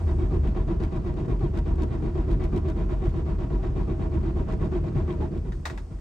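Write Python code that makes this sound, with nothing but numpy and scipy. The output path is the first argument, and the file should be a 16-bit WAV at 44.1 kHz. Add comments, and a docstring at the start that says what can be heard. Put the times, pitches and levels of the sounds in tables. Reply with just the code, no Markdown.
"""A groaning, grinding starter cranks a big six-cylinder diesel that never fires, heard inside the cab.
Each compression loads and slows the starter gear (falling groan, grind), then kicks the cab with a low
thump. Panels rumble, the cab air booms, loose trim ticks. The pinion slips with a short squeal, the
starter lets go, the ignition key snaps back with a jingle and the engine coasts to rest."""
import sys
import numpy as np
from scipy import signal
from scipy.fft import rfft, irfft, next_fast_len
from scipy.io import wavfile
from scipy.ndimage import map_coordinates

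SR = 44100
rng = np.random.default_rng(int(sys.argv[2]) if len(sys.argv) > 2 else 0)


def generate_wav(signal):
    """Clip the signal to [-1, 1] and save it as 16-bit WAV at the path in sys.argv[1]."""
    frames = np.transpose(np.atleast_2d(signal))
    scaled = np.clip(frames, -1, 1) * 32767
    pcm = np.round(scaled).astype(np.int16)
    wavfile.write(sys.argv[1], SR, pcm)


N = 264952

# cranked compressions, from cylinder 6 on: (middle [s], thump [dB], groan [dB], whine [dB])
CRANKED = [(-0.026, -28, -41, -45), (0.101, -26.5, -33, -43.5), (0.225, -26.5, -29, -45.5),
           (0.348, -26.5, -31, -44), (0.468, -24, -37, -49), (0.585, -23.5, -33.5, -40.5),
           (0.709, -25, -26.5, -44.5), (0.833, -22.5, -32, -48), (0.959, -28.5, -31.5, -43),
           (1.081, -31, -32.5, -45), (1.203, -31, -34.5, -64), (1.317, -23.5, -30.5, -39.5),
           (1.442, -28, -29.0, -42), (1.57, -22, -31, -50), (1.697, -22.5, -30, -48.5),
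           (1.818, -29.5, -29.5, -42.5), (1.94, -33, -34, -49), (2.06, -24, -30.5, -47),
           (2.184, -26.5, -27, -41.5), (2.313, -21, -28.5, -44), (2.438, -23, -31.5, -42.5),
           (2.563, -34, -27.5, -42), (2.685, -27, -29.5, -47), (2.802, -28.5, -30, -51),
           (2.925, -23, -32.5, -44.5), (3.051, -25.5, -29.5, -41.5), (3.179, -31, -33, -53),
           (3.301, -24, -36, -44), (3.422, -30, -32, -54), (3.54, -24, -31, -43.5),
           (3.661, -24, -32, -48.5), (3.791, -25, -31.5, -43.5), (3.913, -29, -29, -46.5),
           (4.032, -29.5, -34, -47.5), (4.155, -30, -29.5, -46), (4.267, -25, -28, -50),
           (4.389, -27, -31, -46), (4.514, -28, -38, -45.5), (4.637, -33, -34.5, -45.5),
           (4.757, -28, -27, -46), (4.875, -39.5, -33.0, -56), (4.989, -31.5, -33, -43.5),
           (5.109, -39, -29, -41), (5.234, -44, -32.5, -50)]
# cylinders in firing order: (load take-up before the middle [s], grind [dB])
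CYLINDERS = [(.033, -51), (.039, -52), (.0386, -51.5), (.037, -52.5), (.038, -51.5), (.033, -51.5)]
# coasting compressions: (middle [s], take-up [s], thump [dB], groan [dB], whine [dB], grind [dB])
COASTING = [(5.358, 0.04, -49, -34.5, -66, -57.5), (5.473, 0.027, -27.5, -46, -67, -59.5),
            (5.741, .042, -30.5, -47.5, -69, -57.5), (5.931, 0.026, -33, -47, -70, -63.5)]
# one compression: (time from middle [s], tooth rate [Hz], groan [dB], whine [dB], grind [dB], rumble [dB])
LOAD_CYCLE = [(-.056, 387, -14, -12.5, -10.5, -3.5), (-.041, 386, -8.5, -12, -10.5, -3),
              (-.036, 387, -1, 1.5, -4, 0), (-.018, 365, -4.5, 4.5, -2.5, 3), (-.002, 356, 4.5, 1, -1.5, 1),
              (.013, 322, -2.5, 0.5, -2.5, 1.5), (.033, 328.2, -8, -7, -6, -0.5),
              (.056, 381, -10, -19, -10.5, -2)]
# gear whine: (multiple of tooth rate, level [dB])
WHINE_PARTIALS = [(2, -2.5), (3, -1.5), (5, -10), (6, -19.5)]
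# starter resonances: (frequency [Hz], width [Hz], level [dB])
HOUSING = [(165, 59, -11.5), (352.3, 45, 0.5), (407, 64, -8), (634.6, 24.8, 2), (784, 67, -4),
           (954.6, 43.6, 3.5), (1084, 80, -6), (1414, 230, -3), (1850, 280, -18.5), (2434, 380, -4),
           (3610, 430, -19.5), (4440, 280, -11)]
STEEL_LOADING = [(1980, 35, 6), (2213, 38, 0.5), (2388, 29, 4), (2593, 32, -4.5), (3230, 36, -1),
                 (3670, 38, -1), (3770, 45, -5)]
STEEL_TOP = [(4020, 28, 0), (4313, 30, 0.97), (4370, 21, 1), (4500, 27, 0), (4720, 28, -1)]  # near the top of the stroke
# level curves: (time [s], level [dB])
BRUSH_LEVEL = [(0, -67.5), (.6, -79), (5.3, -78), (5.6, -72)]
BOOM_LEVEL = [(0.0, -27), (1.05, -33), (2.04, -32), (3.24, -29), (3.6, -32), (4.5, -29.5), (5.37, -30),
              (5.42, -35.5), (5.47, -40.5), (5.6, -31.5), (5.645, -43.5), (5.68, -35), (5.72, -47),
              (5.8, -41), (5.87, -44), (5.95, -40.5)]
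# trim strikes: (time [s], level [dB], rebound re strike [dB])
TRIM_TICKS = [(0.473, -48, -3.5), (0.835, -43, -5), (0.9618, -50, -4.5), (1.393, -53.5, -7),
              (1.573, -43, 0.5), (1.82, -43.5, 1.5), (2.3133, -46, 1), (2.4388, -44, -5),
              (2.5617, -44.5, 1), (2.686, -46, 0.5), (3.055, -48.5, -5.5), (3.0924, -49, -6),
              (4.522, -46.5, -3), (4.6456, -53.5, -1), (4.7626, -52, 0), (5.125, -49.5, -4),
              (5.3753, -53.5, -1)]
# key switch snaps: (time [s], level [dB], jingle re snap [dB], snap t60 [s])
KEY_SNAPS = [(5.5208, -42.5, -14.5, 0.085), (5.6533, -41, -5.5, 0.03), (5.654, -27.5, -7, 0.049),
             (5.6615, -27, -22.5, 0.03), (5.6664, -33.5, -16, 0.036), (5.6984, -33.5, -13.5, 0.055),
             (5.7752, -38, -12, 0.051), (5.782, -44, -11, 0.04), (5.985, -52, -16, 0.043)]

# struck modes: (frequency [Hz], level [dB], t60 [s])
CLUNK_MODES = [(352, -2, 0.044), (466, -4, 0.065), (634, -10.5, 0.091), (1030, -12, 0.035)]  # gear play closing
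BLOCK_MODES = [(172.5, -2.5, 0.086), (215.2, -1.5, 0.1)]
CAB_MODES = [(34.2, -9, 1), (44.5, 7, 0.27), (126, -10, 0.041)]  # cab on its mounts
TRIM_MODES = [(1510, 3, 0.044), (2250, 6, 0.019), (3590, -7.5, 0.037), (6260, -12, 0.02), (7200, -8, 0.023)]
KEYRING_MODES = [(870, -3, .07), (1070, -3, .06), (1400, -4, .06), (1910, 4, .05), (2600, -8, .05),
                 (3650, -7, .05), (5000, -11, .05), (6300, -16, .05), (7750, -18, .06)]

# noise spectra: (frequency [Hz], relative density [dB])
GRIND_SPECTRUM = [(240, -35.5), (400, -17.5), (569, -8), (643, -4), (873, -16.5), (972, -13.5), (1490, -14),
                  (2290, -21), (3410, -30.5), (8150, -42.5), (10300, -64.5), (15500, -72)]
HISS_SPECTRUM = [(2500, -29), (4500, 1), (6000, -2.5), (9300, -1), (10000, -29), (15500, -56.5)]
BOOM_SPECTRUM = [(20, -45.5), (45, 0.5), (62, -12), (76, -4), (92, -14.5), (140, -51), (240, -120)]
PANEL_SPECTRUM = [(53, -26), (90, -2), (102, -4), (129, -1.5), (216, -10), (257, -14), (355, -12),
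                  (399, -14.5), (456, -18.5), (520, -29.5), (680, -34.5), (1140, -120)]
TRIM_SPECTRUM = [(700, -120), (1200, 4), (2200, 5.5), (4500, -3.5), (8000, -12.5), (12000, -8),
                 (15500, -21.5)]
SWITCH_SPECTRUM = [(290, -41), (500, -8), (700, -4), (919, -2), (1150, -3.5), (1860, -4), (4000, -26.5),
                   (5200, -49), (8800, -120)]
JINGLE_SPECTRUM = [(1880, -40), (3200, -13.5), (3700, -9.5), (7850, -17), (10900, -24), (15500, -20)]
AIR_SPECTRUM = [(59, -34.5), (100, 6), (386, -7.5), (727, -19), (4020, -40.5), (4460, -38), (5750, -37),
                (9340, -44), (10200, -47.5), (15500, -42.5)]

# microphone ports: (frequency [Hz], likeness [0-1], left minus right [dB], left lead [rad])
PORTS = [(40, 1, 0, 0), (95, .985, .5, 0), (160, .9, 1.2, .14), (240, .75, -1.5, .15),
         (340, .82, -5.6, -.35), (450, .63, .5, .6), (640, .55, -1.4, .3), (1300, .15, -1.5, .3),
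         (1800, .3, -.4, -1.6), (2600, .5, 1.2, .5), (3300, .5, 3, 1), (6000, .4, 4.5, .4),
         (8500, .5, -.5, 0)]

CYCLE_TAKE_UP_S, RELEASE_S = .037, 5.3  # take-up of LOAD_CYCLE; starter lets go
SQUEAL_S, SQUEAL_WIDTH_S, SQUEAL_HZ, SQUEAL_RISE_HZ_PER_S, SQUEAL_DB = 5.232, .02, 846, 1700, -36
KNOCK_OVER_GRIND_DB, KNOCK_LAG_S, KICK_LEAD_S = 23, .00793, .014
HUM_HZ, HUM_DUCK_DB_PER_DB = 75.2, .58
RUMBLE_DB, RUNDOWN_DB_PER_S = -30.5, 23.5
REBOUND_S, AIR_DB = .013, -47
LOW_CUT_HZ, DULL_HZ, DULL_DB, TOP_HZ = 26.4, 9450, -9, 15700
TIME_S, HIT_SAMPLES = np.arange(N) / SR, SR // 4


def starter(strokes):
    """Gear teeth groan, whine and scrape through the housing; each compression loads and slows them."""
    tooth_hz, groan_swell_db, whine_swell_db, grind_swell_db, _ = load_cycle(strokes)
    groan_db, whine_db, grind_db = curves(strokes, TIME_S)[2:5]
    phase = 2 * np.pi * np.cumsum(tooth_hz * (1 + .0201 * wobble(9)[0])) / SR
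    groan = amp(groan_db + groan_swell_db) * tooth_partial(.97 * phase)
    whine = sum(amp(db) * tooth_partial(k * phase) for k, db in WHINE_PARTIALS)
    teeth = groan + amp(whine_db + whine_swell_db) * whine
    loading_ring = amp(-4.5 + 1.9 * grind_swell_db) * steel_ring(STEEL_LOADING)
    top_ring = amp(-19) * steel_ring(STEEL_TOP)
    top_hiss = amp(-27.5) * noise(HISS_SPECTRUM)
    rings = amp(grind_db) * (loading_ring + amp(.76 * groan_swell_db) * (top_ring + top_hiss))
    brush_hiss = amp(curves(BRUSH_LEVEL, TIME_S)[0]) * noise(HISS_SPECTRUM)
    rubbing = (1 + .35 * np.cos(phase)) * amp(1.5 * wobble(70)[0])  # peaks once a tooth
    scrape = amp(grind_db + grind_swell_db) * rubbing * noise(GRIND_SPECTRUM)
    loose_parts = grit(340, spread_db=7, t60_s=.021) * noise(TRIM_SPECTRUM)
    clatter = amp(grind_db + 2.9 * grind_swell_db - 10) * loose_parts
    housing = resonate(amp(2.5) * teeth + amp(15.5) * scrape + amp(3.5) * clatter, HOUSING)
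    return housing + amp(6) * scrape + clatter + rings + brush_hiss


def tooth_partial(phase):
    """One gear partial, smeared by uneven teeth."""
    return amp(1.5 * wobble(60)) * np.cos(phase + .7 * wobble(90))


def steel_ring(resonances):
    """Narrow steel resonances kept ringing by grit, rms 1."""
    impacts = grit(380, spread_db=5, t60_s=.0073) * rng.standard_normal((2, N))
    return unit(resonate(impacts, resonances))


def compressions():
    """All strokes, columns as COASTING; cranked ones take their cylinder's take-up and grind."""
    take_up_s, grind_db = np.resize(np.roll(CYLINDERS, 1, axis=0), (len(CRANKED), 2)).T
    grind_db = grind_db + .4 * rng.standard_normal(len(CRANKED))
    middle_s, *levels_db = np.transpose(CRANKED)
    return np.vstack([np.transpose([middle_s, take_up_s, *levels_db, grind_db]), COASTING])


def load_cycle(strokes):
    """LOAD_CYCLE at every sample; the loading part stretches to each stroke's take-up."""
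    middle_s, take_up_s = np.transpose(strokes)[:2]
    nearest = np.searchsorted((middle_s[1:] + middle_s[:-1]) / 2, TIME_S)
    offset_s = TIME_S - middle_s[nearest]
    stretched_s = offset_s * CYCLE_TAKE_UP_S / take_up_s[nearest]
    return curves(LOAD_CYCLE, np.where(offset_s < 0, stretched_s, offset_s))


def pinion_squeal():
    """A short rough tone that rises as the pinion slips."""
    t = TIME_S - SQUEAL_S
    phase = 2 * np.pi * (SQUEAL_HZ * t + SQUEAL_RISE_HZ_PER_S * t ** 2 / 2)
    return amp(SQUEAL_DB) * np.exp(-(t / SQUEAL_WIDTH_S) ** 2) * np.cos(phase + wobble(90))


def engine_thumps(strokes):
    """Gear play closes with a clunk; the piston passing the top knocks the block and rocks the cab."""
    out = np.zeros((2, N + 2 * SR))  # 1 s margin at each end
    for middle_s, take_up_s, thump_db, _, _, grind_db in strokes:
        knock_db = grind_db + KNOCK_OVER_GRIND_DB + rng.standard_normal()
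        clunk = amp(grind_db + 21) * ringing(CLUNK_MODES, attack_s=.0033, scatter_db=1.5)
        knock = amp(knock_db) * ringing(BLOCK_MODES, attack_s=.0072, scatter_db=4.5)
        kick = amp(thump_db + 7.5) * ringing(CAB_MODES, attack_s=.023, scatter_db=.5)
        add_hit(out, 1 + middle_s - take_up_s, clunk)
        add_hit(out, 1 + middle_s + KNOCK_LAG_S, knock)
        add_hit(out[0], 1 + middle_s - KICK_LEAD_S, kick)  # mid only
    return out[:, SR:SR + N]


def cab_shake(strokes):
    """Cab air hums and booms; panels rumble with the load while the hum dips."""
    coast_s = np.maximum(TIME_S - RELEASE_S, 0)
    load_db = load_cycle(strokes)[-1] * (1 + 2.2 * coast_s)  # slower strokes leave deeper gaps
    hum_db = 3.3 * wobble(14)[0] - HUM_DUCK_DB_PER_DB * load_db
    hum_hz = HUM_HZ * (1 + .0604 * wobble(10)[0])
    hum = amp(hum_db) * np.sin(2 * np.pi * np.cumsum(hum_hz) / SR) * [[1], [0]]  # mid only
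    boom = amp(-.5 + 1.4 * wobble(5.7)[0]) * noise(BOOM_SPECTRUM)
    rumble_db = RUMBLE_DB - RUNDOWN_DB_PER_S * coast_s + load_db + 1.5 * wobble(25)[0]
    return amp(curves(BOOM_LEVEL, TIME_S)[0]) * (boom + hum) + amp(rumble_db) * noise(PANEL_SPECTRUM)


def trim_ticks():
    """Loose trim strikes at some of the kicks and rebounds once."""
    out = np.zeros((2, N + SR))
    for time_s, db, rebound_db in TRIM_TICKS:
        contact = burst(TRIM_SPECTRUM, t60_s=.035, attack_s=.00059)
        ring = amp(-7.5) * ringing(TRIM_MODES, attack_s=.00032, scatter_db=2)
        tick = amp(db) * (contact + ring)
        add_hit(out, time_s, tick)
        add_hit(out, time_s + REBOUND_S, amp(rebound_db) * tick[::-1])  # mid and side swapped
    return out[:, :N]


def ignition_key():
    """The plastic switch snaps, the keys jingle on their ring, the cab answers briefly."""
    out = np.zeros((2, N + SR))
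    for time_s, db, jingle_db, t60_s in KEY_SNAPS:
        snap = burst(SWITCH_SPECTRUM, t60_s, attack_s=.00019)
        jingle = amp(jingle_db - .5) * burst(JINGLE_SPECTRUM, 3.04 * t60_s, attack_s=.00044)
        keys = np.array([ringing(KEYRING_MODES, attack_s=.001, scatter_db=2) for _ in range(2)])
        cab = amp(-3) * burst(SWITCH_SPECTRUM, t60_s=.12, attack_s=.0082)
        add_hit(out, time_s, amp(db - 3) * (snap + jingle + amp(jingle_db / 2 + 1) * keys + cab))
    return out[:, :N]


def cab_air():
    """Steady noise floor of the still cab."""
    return amp(AIR_DB) * noise(AIR_SPECTRUM)


def mic_ports(mid_side):
    """Mid/side to left/right: two close ports whose likeness, balance and lead depend on pitch."""
    port = lambda hz, column: along(np.array(PORTS)[:, [0, column]], hz)
    angle = lambda hz: np.arccos(np.clip(port(hz, 1), 0, 1)) / 2
    mid, side = filtered(mid_side, lambda hz: np.array([np.cos(angle(hz)), np.sin(angle(hz))]))
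    left_gain = lambda hz: amp(port(hz, 2) / 2) * np.exp(.5j * port(hz, 3))
    left_right = np.array([mid + side, mid - side])
    return filtered(left_right, lambda hz: np.array([left_gain(hz), 1 / left_gain(hz)]))


def ringing(modes, attack_s, scatter_db):
    """Struck modes; level and tuning vary per blow."""
    hz, db, t60_s = np.transpose(modes)[..., None]
    t = np.arange(min(HIT_SAMPLES, round(SR * t60_s.max()))) / SR
    level_draw, pitch_draw = rng.standard_normal((2, len(hz), 1))
    decay = amp(db + scatter_db * level_draw - 60 * t / t60_s)
    partials = decay * np.sin(2 * np.pi * hz * (1 + .013 * pitch_draw) * t)
    fades = (1 - np.exp(-(t / attack_s) ** 2)) * np.minimum(t[::-1] / .016, 1)
    return np.pad(partials.sum(axis=0) * fades, (0, HIT_SAMPLES - len(t)))


def burst(spectrum, t60_s, attack_s):
    """A decaying noise hit."""
    t = np.arange(HIT_SAMPLES) / SR
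    return noise(spectrum, HIT_SAMPLES) * amp(-60 * t / t60_s) * (1 - np.exp(-t / attack_s))


def grit(rate_hz, spread_db, t60_s):
    """Envelope of tiny random impacts, rms 1."""
    hits = (rng.random(N) < rate_hz / SR) * amp(spread_db * rng.uniform(-1.2, 1, N))
    return unit(signal.lfilter([1], [1, -amp(-60 / (SR * t60_s))], hits))


def resonate(x, resonances):
    """x through parallel band-passes of alternating sign."""
    return filtered(x, lambda hz: sum(
        (-1) ** k * amp(db) * 1j * hz * width_hz / (centre_hz ** 2 - hz ** 2 + 1j * hz * width_hz)
        for k, (centre_hz, width_hz, db) in enumerate(resonances)))


def noise(spectrum, size=N):
    """Two unrelated coloured noises, rms 1."""
    return unit(filtered(rng.standard_normal((2, size)), lambda hz: amp(along(spectrum, hz))))


def wobble(rate_hz):
    """Two smooth random curves with knots at rate_hz."""
    coarse = np.arange(0, N + 16, 16)
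    knots = rng.standard_normal((2, int(N * rate_hz / SR) + 4))
    splines = [map_coordinates(row, [coarse * rate_hz / SR]) for row in knots]
    return np.array([np.interp(np.arange(N), coarse, spline) for spline in splines])


def filtered(x, response):
    """x through a complex frequency response."""
    size = next_fast_len(x.shape[-1] + 8192)
    return irfft(rfft(x, size) * response(np.fft.rfftfreq(size, 1 / SR)), size)[..., :x.shape[-1]]


def add_hit(out, time_s, hit):
    """Mix a hit into out."""
    out[..., round(time_s * SR):][..., :HIT_SAMPLES] += hit


def curves(rows, at_s):
    """Each column after the time, interpolated at at_s."""
    time_s, *columns = np.transpose(rows)
    return [np.interp(at_s, time_s, column) for column in columns]


def along(points, hz):
    """(Hz, value) points interpolated on a log axis."""
    point_hz, values = np.transpose(points)
    return np.interp(np.log(hz + 1), np.log(point_hz + 1), values)


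def amp(db):
    """dB to gain."""
    return 10 ** (np.asarray(db) / 20)


def unit(x):
    """Scale to rms 1."""
    return x / np.sqrt(np.mean(x ** 2) + 1e-20)


def scene():
    """All sources, summed as mid/side, reach both ports."""
    strokes = compressions()
    engine = starter(strokes) + pinion_squeal() + engine_thumps(strokes)
    return mic_ports(engine + cab_shake(strokes) + trim_ticks() + ignition_key() + cab_air())


def record(dry):
    """Soft saturation, low cut, dulled top treble, band limit."""
    high_pass = lambda s: s ** 2 / (1 + np.sqrt(2) * s + s ** 2)
    treble = lambda hz: np.where(hz < DULL_HZ, 1, amp(DULL_DB)) * (hz < TOP_HZ)
    rounded = dry / (1 + np.abs(dry / .3) ** 4) ** .25
    return filtered(rounded, lambda hz: high_pass(1j * hz / LOW_CUT_HZ) ** 2 * treble(hz))


dry = scene()
out = record(dry)
generate_wav(out)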